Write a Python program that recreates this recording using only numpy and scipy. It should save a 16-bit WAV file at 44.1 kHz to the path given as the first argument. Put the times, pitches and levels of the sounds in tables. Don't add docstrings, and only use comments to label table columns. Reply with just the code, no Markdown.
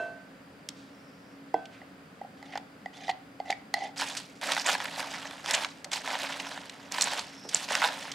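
import sys
import numpy as np
from scipy import signal
from scipy.fft import rfft, irfft
from scipy.io import wavfile

SR = 44100
rng = np.random.default_rng(int(sys.argv[2]) if len(sys.argv) > 2 else 0)


def int16_out(signal):
    q = np.round(np.clip(np.atleast_2d(signal).T, -1, 1) * 32767)
    wavfile.write(sys.argv[1], SR, q.astype(np.int16))


N = 358974

# f/Hz, level/dB
CRACK_COLOUR = [(100, -20), (400, 8), (4000, 1), (8200, 1.5), (9500, -4), (15500, -13)]
SWELL_DB, STOP_DB_PER_S = 10, 403


def salad(click_db=-8):
    # f/Hz, level/dB
    rub_colour = [(60, -55), (200, -6.5), (400, -16), (560, -2.5), (900, 1.5), (1200, -4.5), (1750, -2),
                  (2400, -6.5), (3500, -6.5), (6000, -25), (15000, -38)]
    # f/Hz, level/dB
    crisp_colour = [(200, -54), (1200, -16.5), (2200, 3.5), (3200, 4.5), (4800, 5), (6200, 1.5), (7900, -2),
                    (9200, -8.5), (12000, -16.5), (15500, -30)]
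    clumps = undb(2 * walk(110) + 1.1 * walk(35))
    clicks = level(pops(1500, 1.3), click_db)
    rub_grains = crackle(rate=4800, spread_db=3.5, cycles=4.2, patchy_db=2.5)
    rub = colour(rub_grains + clicks, rub_colour) * undb(0.69 * walk(170))
    crisp_grains = crackle(rate=7000, spread_db=2.5, cycles=8.9, patchy_db=4.5)
    crisp = colour(crisp_grains + clicks, crisp_colour)
    rubbing = level(rub * clumps, 3.86) * tossing(axis=0)
    return rubbing + level(crisp * clumps, 3.44) * tossing(axis=1)


def tossing(axis):
    # t/s, length/s, swell/s, rubbing gain/dB, crackle gain/dB
    strokes = [(3.961, 0.076, .03, -41, -40), (4.039, .15, .02, -45, -45), (4.413, .11, 0.08, -33.5, -35.5),
               (4.538, .08, .02, -44, -41), (4.643, 0.091, 0.018, -33.5, -34),
               (4.976, 0.03, 0.021, -35, -38.5), (5.443, 0.19, 0.06, -37, -41),
               (5.913, 0.057, 0.013, -39.5, -38), (6.036, 0.11, 0.068, -35.5, -40),
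               (6.912, 0.28, 0.038, -38.5, -40.5), (7.496, .15, 0.044, -43, -41),
               (7.68, 0.086, .04, -34.5, -36.5), (7.815, 0.067, 0.022, -37, -38.5)]
    # t/s, length/s, rubbing gain/dB, crackle gain/dB, settling/dB per s
    tumbles = [(4.186, .02, -61, -53.5, 64), (4.763, 0.39, -44.5, -48.5, 30),
               (5.653, 0.056, -58, -53.5, 174), (5.963, .06, -52, -55, 60), (6.149, .09, -40.5, -45, 26.5),
               (7.187, 0.04, -50, -51.5, 51), (7.746, 0.05, -37.5, -40.5, 64),
               (7.88, 0.035, -43, -45.5, 24)]
    tumble_swell_s = 0.041
    pushes = [(s, length, swell_s, dbs[axis], STOP_DB_PER_S) for s, length, swell_s, *dbs in strokes]
    falls = [(s, length, tumble_swell_s, dbs[axis], settling) for s, length, *dbs, settling in tumbles]
    return gates(pushes + falls)


def crumbs(rate=45, spread_db=2.8, snap_hz=2800, snap_db=-4):
    snaps = signal.fftconvolve(pops(rate, spread_db), crack(.02, decay_s=0.0013))[:N]
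    return level(resonate(snaps, snap_hz, snap_hz * 2), snap_db) * tossing(axis=1)


def rib_snaps():
    # t/s, peak level/dB, centre f/Hz, length scale/s
    snaps = [(0.688, -20.5, 4900, 0.0034), (4.167, -20, 4440, 0.019), (4.414, -27.5, 2960, 0.00063),
             (4.517, -14, 3150, 0.0077), (4.534, -19, 4120, 0.0025), (4.596, -24, 4530, 0.0016),
             (4.855, -18, 1990, .0047), (5.46, -18, 3030, 0.0021), (5.509, -11.5, 5430, .0043),
             (5.538, -13, 3070, .019), (5.646, -16.5, 2580, 0.0042), (5.844, -23, 4350, 0.0055),
             (5.916, -20.5, 3850, 0.0052), (5.93, -14, 4050, 0.011), (6.322, -23.5, 2560, 0.0099),
             (6.398, -21, 2780, 0.0074), (6.695, -26.5, 3900, 0.0058), (6.921, -15.5, 4850, 0.003),
             (7.01, -8, 4640, 0.0032), (7.021, -9.5, 5300, 0.0063), (7.17, -32, 3070, .012),
             (7.192, -16.5, 3580, 0.005), (7.489, -25, 5040, 0.01), (7.564, -23, 4050, 0.016),
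             (7.752, -7.5, 3260, 0.0024), (8.116, -24.5, 3850, 0.0074)]
    return bursts(snaps, breadth=0.95, decay_share=0.51)


def squeaks(rasp=0.15):
    # t/s, peak level/dB, length/s
    slips = [(4.661, -24, .007), (4.67, -29, .004), (5.534, -23, 0.0065), (5.547, -22, 0.0067),
             (7.018, -17, 0.0045), (7.04, -20.5, 0.0038), (7.546, -8, 0.002)]
    start_hz, end_hz = 6220, 8440
    out = np.zeros(N)
    for s, db, length in slips:
        size = int(length * SR)
        roughness = 1 + rasp * rng.standard_normal(size)
        hz = np.linspace(start_hz, end_hz, size) * roughness
        chirp = np.sin(2 * np.pi * np.cumsum(hz) / SR)
        add(out, s, chirp * signal.windows.tukey(size), db)
    return colour(out, CRACK_COLOUR)


def knocks(click_db=-14):
    # t/s, peak level/dB of the first blow, number of blows
    blows = [(3.996, -25, 1), (4.018, -19, 3), (4.566, -14.5, 1), (4.577, -15.5, 1), (4.682, -17.5, 3),
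             (4.751, -16, 1), (4.802, -19.5, 1), (5.028, -24.5, 1), (5.254, -26, 1), (5.311, -26.5, 1),
             (6.076, -18.5, 1), (6.153, -20.5, 1), (6.468, -24.5, 1), (6.514, -30, 1), (6.576, -25, 1),
             (6.983, -17, 1), (7.072, -18.5, 1), (7.819, -12.5, 3), (7.840, -10, 4), (7.887, -19.5, 1)]
    # f/Hz, level/dB, t60/s
    bowl_modes = [(600, -11.5, 0.018), (806, -3, 0.021), (903, -2, 0.024), (1497, -2, 0.016),
                  (1720, -1.5, 0.021), (2610, -3.5, 0.0081), (3705, -4.5, 0.013), (4730, -2.5, 0.0021)]
    skip_s, skip_db = .0062, -1.75
    out = np.zeros(N)
    for start, first_db, count in blows:
        for k in range(round(count)):
            s, db = start + k * skip_s, first_db + k * skip_db
            add(out, s, ring(bowl_modes, .05, scatter=0.093), db)
            add(out, s, crack(.03, decay_s=0.00047), db + click_db)
    return out


def jar():
    # t/s, peak level/dB, contact hardness/dB (mode tilt per decade and crack gain)
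    taps = [(1.816, -35.5, -12), (2.214, -27.5, -35), (2.247, -33, -35), (2.427, -33, 12), (2.536, -31, -5),
            (2.555, -23, -1), (2.575, -24, 14), (2.859, -22.5, -1.5), (3.081, -23, 8), (3.092, -15.5, -12),
            (3.098, -19, -7), (3.112, -29, 11), (3.401, -22, -4.5), (3.501, -16, -20), (3.516, -23, 11),
            (3.526, -18, 4), (3.740, -11.5, 16.5)]
    # f/Hz, level/dB, t60/s
    jar_modes = [(741, 0, 0.013), (792.5, -1, 0.023), (1959, -10, 0.019), (2040, -9, 0.021),
                 (3130, -18.5, 0.0048), (4480, -23.5, 0.022), (4900, -21.5, 0.0086), (6770, -29, 0.0075)]
    # f/Hz, level/dB
    smear_colour = [(1000, -34), (1800, 5.5), (2500, 0.5), (3400, 4.5), (4200, 0), (5700, -2.5),
                    (7500, -10), (10000, -19.5), (15500, -45)]
    out = np.zeros(N)
    for s, db, hard_db in taps:
        add(out, s, ring(jar_modes, .08, scatter=0.031, tilt_db=hard_db), db)
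        add(out, s, crack(.03, decay_s=0.0026), db - 27 + hard_db)
    soft_blow = ring(jar_modes, .08, scatter=.005, tilt_db=-9)
    judder = signal.fftconvolve(pops(900, 3.5), soft_blow)[:N]
    wet_grains = crackle(rate=8000, spread_db=-1.5, cycles=23, patchy_db=3)
    smear = colour(wet_grains, smear_colour) * undb(2.8 * walk(100))
    return out + level(judder, 3.8) * scraping(axis=0) + level(smear, 2.2) * scraping(axis=1)


def scraping(axis):
    # t/s, length/s, swell/s, glass judder gain/dB, wet hiss gain/dB
    scrapes = [(2.37, 0.16, 0.13, -55, -57.5), (2.931, .15, 0.087, -52, -50),
               (3.454, 0.062, 0.038, -43, -51), (3.736, 0.13, 0.015, -39.5, -47.5)]
    return gates([(s, length, swell_s, dbs[axis], STOP_DB_PER_S) for s, length, swell_s, *dbs in scrapes])


def rim(rattle_db=-10, rattle_hz=520, rattle_decay_s=0.092):
    # t/s, ring peak level/dB, thud peak level/dB
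    rim_hits = [(0.0, -23, -42), (1.542, -32.5, -10.5)]
    # f/Hz, level/dB, t60/s
    rim_modes = [(634, -3, 0.52), (686.5, 2.5, 0.51), (1535, 1, 0.64), (2660, -11, 0.34), (3160, -23, 0.41),
                 (4070, -25, .3)]
    # f/Hz, level/dB, t60/s
    thud_modes = [(300, -14.5, 0.081), (435, -5.5, 0.071), (630, -3.5, 0.036), (763, 4, 0.041),
                  (930, -1, 0.012), (2070, -12, 0.025), (3210, -35.5, 0.23), (5100, -15, 0.0035)]
    out = np.zeros(N)
    for s, ring_db, thud_db in rim_hits:
        add(out, s, ring(rim_modes, .7, scatter=0.0001), ring_db)
        add(out, s, ring(thud_modes, .15, scatter=0.0287), thud_db)
        chatter = resonate(crack(0.3, rattle_decay_s), rattle_hz, rattle_hz)
        add(out, s, chatter, ring_db + rattle_db)
    return out


def smacks():
    # t/s, peak level/dB, centre f/Hz, length scale/s
    smack_table = [(0.702, -39, 3500, .004), (0.75, -48.5, 3900, 0.11), (1.655, -35, 3100, 0.0035),
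                   (1.71, -43.5, 2430, 0.073), (2.520, -35.5, 2100, 0.022), (2.554, -25.5, 1620, 0.01),
                   (2.575, -30, 2460, .0042), (2.968, -39, 3370, 0.0059), (3.094, -22.5, 3000, 0.0082),
                   (3.503, -19, 3320, 0.0037), (5.846, -40, 690, 0.035), (7.446, -34, 407, 0.017)]
    return bursts(smack_table, breadth=0.6, decay_share=0.9)


def fingers(hz=5400, width_hz=700):
    # t/s, length/s, swell/s, level/dB
    slides = [(0.925, .42, .02, -70.5), (7.27, 0.23, 0.21, -50.5)]
    hiss = resonate(resonate(rng.standard_normal(N), hz, width_hz), hz, width_hz)
    return level(hiss) * gates([(*slide, STOP_DB_PER_S) for slide in slides])


def room(x, treble_hz=4000, alike=0.28, t60_s=0.4):
    t = seconds(.5)
    tails = rng.standard_normal((3, len(t))) * undb(-60 * t / t60_s) * (t > .003)
    tails = signal.lfilter(*signal.butter(1, min(treble_hz, SR / 3), fs=SR), tails)
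    pair = tails[:2] + 2 * alike * tails[2]
    return np.array([signal.fftconvolve(x, h / np.linalg.norm(h))[:N] for h in pair])


def kitchen(air_db=-52.5):
    # f/Hz, level/dB
    air_colour = [(18, -74), (30, -48), (43, -28.5), (124, -15), (189, -7), (239, -10.5), (273, -5),
                  (336, -17), (540, -14.5), (913, -23), (1430, -21), (2680, -28.5), (5310, -39.5),
                  (6210, -42), (16000, -50)]
    # f/Hz, side minus mid level/dB
    air_spread = [(60, -19), (260, -15), (430, -9), (900, -2), (1900, -1), (3000, -3.5), (7000, 0),
                  (10500, -2), (15000, -14)]
    # f/Hz, width/Hz, rms level/dB
    motor_bands = [(4750, 570, -73.5), (7630, 130, -83.5), (9300, 250, -83.5)]
    # f/Hz, rms level/dB, wobble/dB
    hum_tones = [(58, -86, 0), (277.4, -58, 3.5)]
    mid, side = (level(colour(rng.standard_normal(N), air_colour), air_db) for _ in range(2))
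    whine = np.zeros(N)
    for hz, width, db in motor_bands:
        band = resonate(resonate(rng.standard_normal(N), hz, width), hz, width)
        whine += level(band, db)
    t = np.arange(N) / SR
    hum = np.zeros(N)
    for hz, db, wobble_db in hum_tones:
        tone = np.sin(2 * np.pi * hz * t + .5 * walk(5.7))
        hum += level(tone * undb(wobble_db * walk(5.7)), db)
    return mid + whine + hum + colour(side, air_spread) * np.array([[1], [-1]])


def undb(db):
    return 10 ** (np.asarray(db) / 20)


def level(x, db=0):
    return x * undb(db) / np.sqrt(np.mean(x ** 2))


def add(out, s, x, db):
    i = max(int(s * SR), 0)
    out[i:i + len(x)] += (x * undb(db) / np.abs(x).max())[:N - i]


def seconds(length):
    return np.arange(int(length * SR)) / SR


def colour(x, points):
    hz, db = np.transpose(points)
    size = 4096
    grid_hz = np.fft.rfftfreq(size, 1 / SR) + 1
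    gain = undb(np.interp(np.log(grid_hz), np.log(hz), db))
    cepstrum = irfft(np.log(gain))
    cepstrum[1:size // 2] *= 2
    cepstrum[size // 2 + 1:] = 0
    return signal.fftconvolve(x, irfft(np.exp(rfft(cepstrum))))[:len(x)]


def resonate(x, hz, width):
    hz = min(hz, .45 * SR)
    return signal.lfilter(*signal.iirpeak(hz, hz / min(width, SR / 4), fs=SR), x)


def walk(rate):
    knots = rng.standard_normal(N // 10)
    return np.interp(np.arange(N) / SR * rate, np.arange(len(knots)), knots)


def gates(gestures):
    t = np.arange(N) / SR
    power = np.zeros(N)
    for s, length, swell_s, db, fall_db_per_s in gestures:
        age = t[t >= s] - s
        swell_db = SWELL_DB * np.maximum(1 - age / swell_s, 0)
        fall_db = fall_db_per_s * np.maximum(age - length, 0)
        power[t >= s] += undb(db - swell_db - fall_db) ** 2
    return np.sqrt(power)


def ring(modes, length, scatter, tilt_db=0):
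    t = seconds(length)
    chance = rng.standard_normal((len(modes), 2))
    out = np.zeros(len(t))
    for k, (hz, db, t60) in enumerate(modes):
        gain = (-1) ** k * undb(db + tilt_db * np.log10(hz) + chance[k, 0])
        shifted_hz = hz * (1 + scatter * chance[k, 1])
        out += gain * undb(-60 * t / t60) * np.sin(2 * np.pi * shifted_hz * t)
    return out


def crack(length, decay_s, rise_s=.0001):
    t = seconds(length)
    envelope = np.exp(-t / decay_s) * np.tanh(t / rise_s)
    return colour(rng.standard_normal(len(t)) * envelope, CRACK_COLOUR)


def bursts(table, breadth, decay_share, rise_share=0.27):
    out = np.zeros(N)
    for s, db, hz, length in table:
        cracks = crack(0.26, length * decay_share, length * rise_share)
        add(out, s, resonate(resonate(cracks, hz, hz * breadth), hz, hz * 2), db)
    return out


def pops(rate, spread_db):
    draw = rng.random(N) * SR / rate
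    hits = np.flatnonzero(draw < 1)
    out = np.zeros(N)
    out[hits] = (-1.) ** hits * undb(spread_db * np.minimum(-np.log(draw[hits]), 4))
    return out


def crackle(rate, spread_db, cycles, patchy_db):
    pitches = np.geomspace(350, 15000, 32)
    out = np.zeros(N)
    for hz in pitches:
        grains = pops(rate / len(pitches), spread_db) * undb(patchy_db * walk(45))
        out += resonate(grains, hz, hz / cycles)
    return level(out)


def small_body(x, corner_hz):
    return signal.sosfilt(signal.butter(2, corner_hz, "high", fs=SR, output="sos"), x)


def scene(near_db=-0.14, bowl_db=-22, room_db=-20):
    # f/Hz, level/dB
    left_shade = [(60, 0), (250, -.3), (420, -2.5), (650, -1.7), (1300, -3.1), (2400, -1.8), (3800, -3.3),
                  (6500, -3.7), (8200, -2.6), (10000, -.3), (15000, .6)]
    leaves = salad() + crumbs() + rib_snaps() + squeaks()
    hands = smacks() + fingers()
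    glass = small_body(knocks() + jar(), corner_hz=358) + small_body(rim(), corner_hz=200)
    near = leaves + hands + glass
    t = seconds(0.018)
    echoes = rng.standard_normal(len(t)) * np.exp(-t / 0.012)
    thrown = signal.fftconvolve(small_body(leaves, corner_hz=2000), echoes / np.linalg.norm(echoes))[:N]
    side = undb(bowl_db) * thrown
    direct = np.array([colour(near, left_shade) + side, near - side])
    return undb(near_db) * direct + undb(room_db) * room(near) + kitchen()


def record(dry, bass_hz=50, top_hz=15600):
    thin = signal.sosfilt(signal.butter(4, bass_hz, "high", fs=SR, output="sos"), dry)
    return signal.sosfilt(signal.ellip(8, .2, 70, top_hz, fs=SR, output="sos"), thin)


dry = scene()
out = record(dry)
int16_out(out)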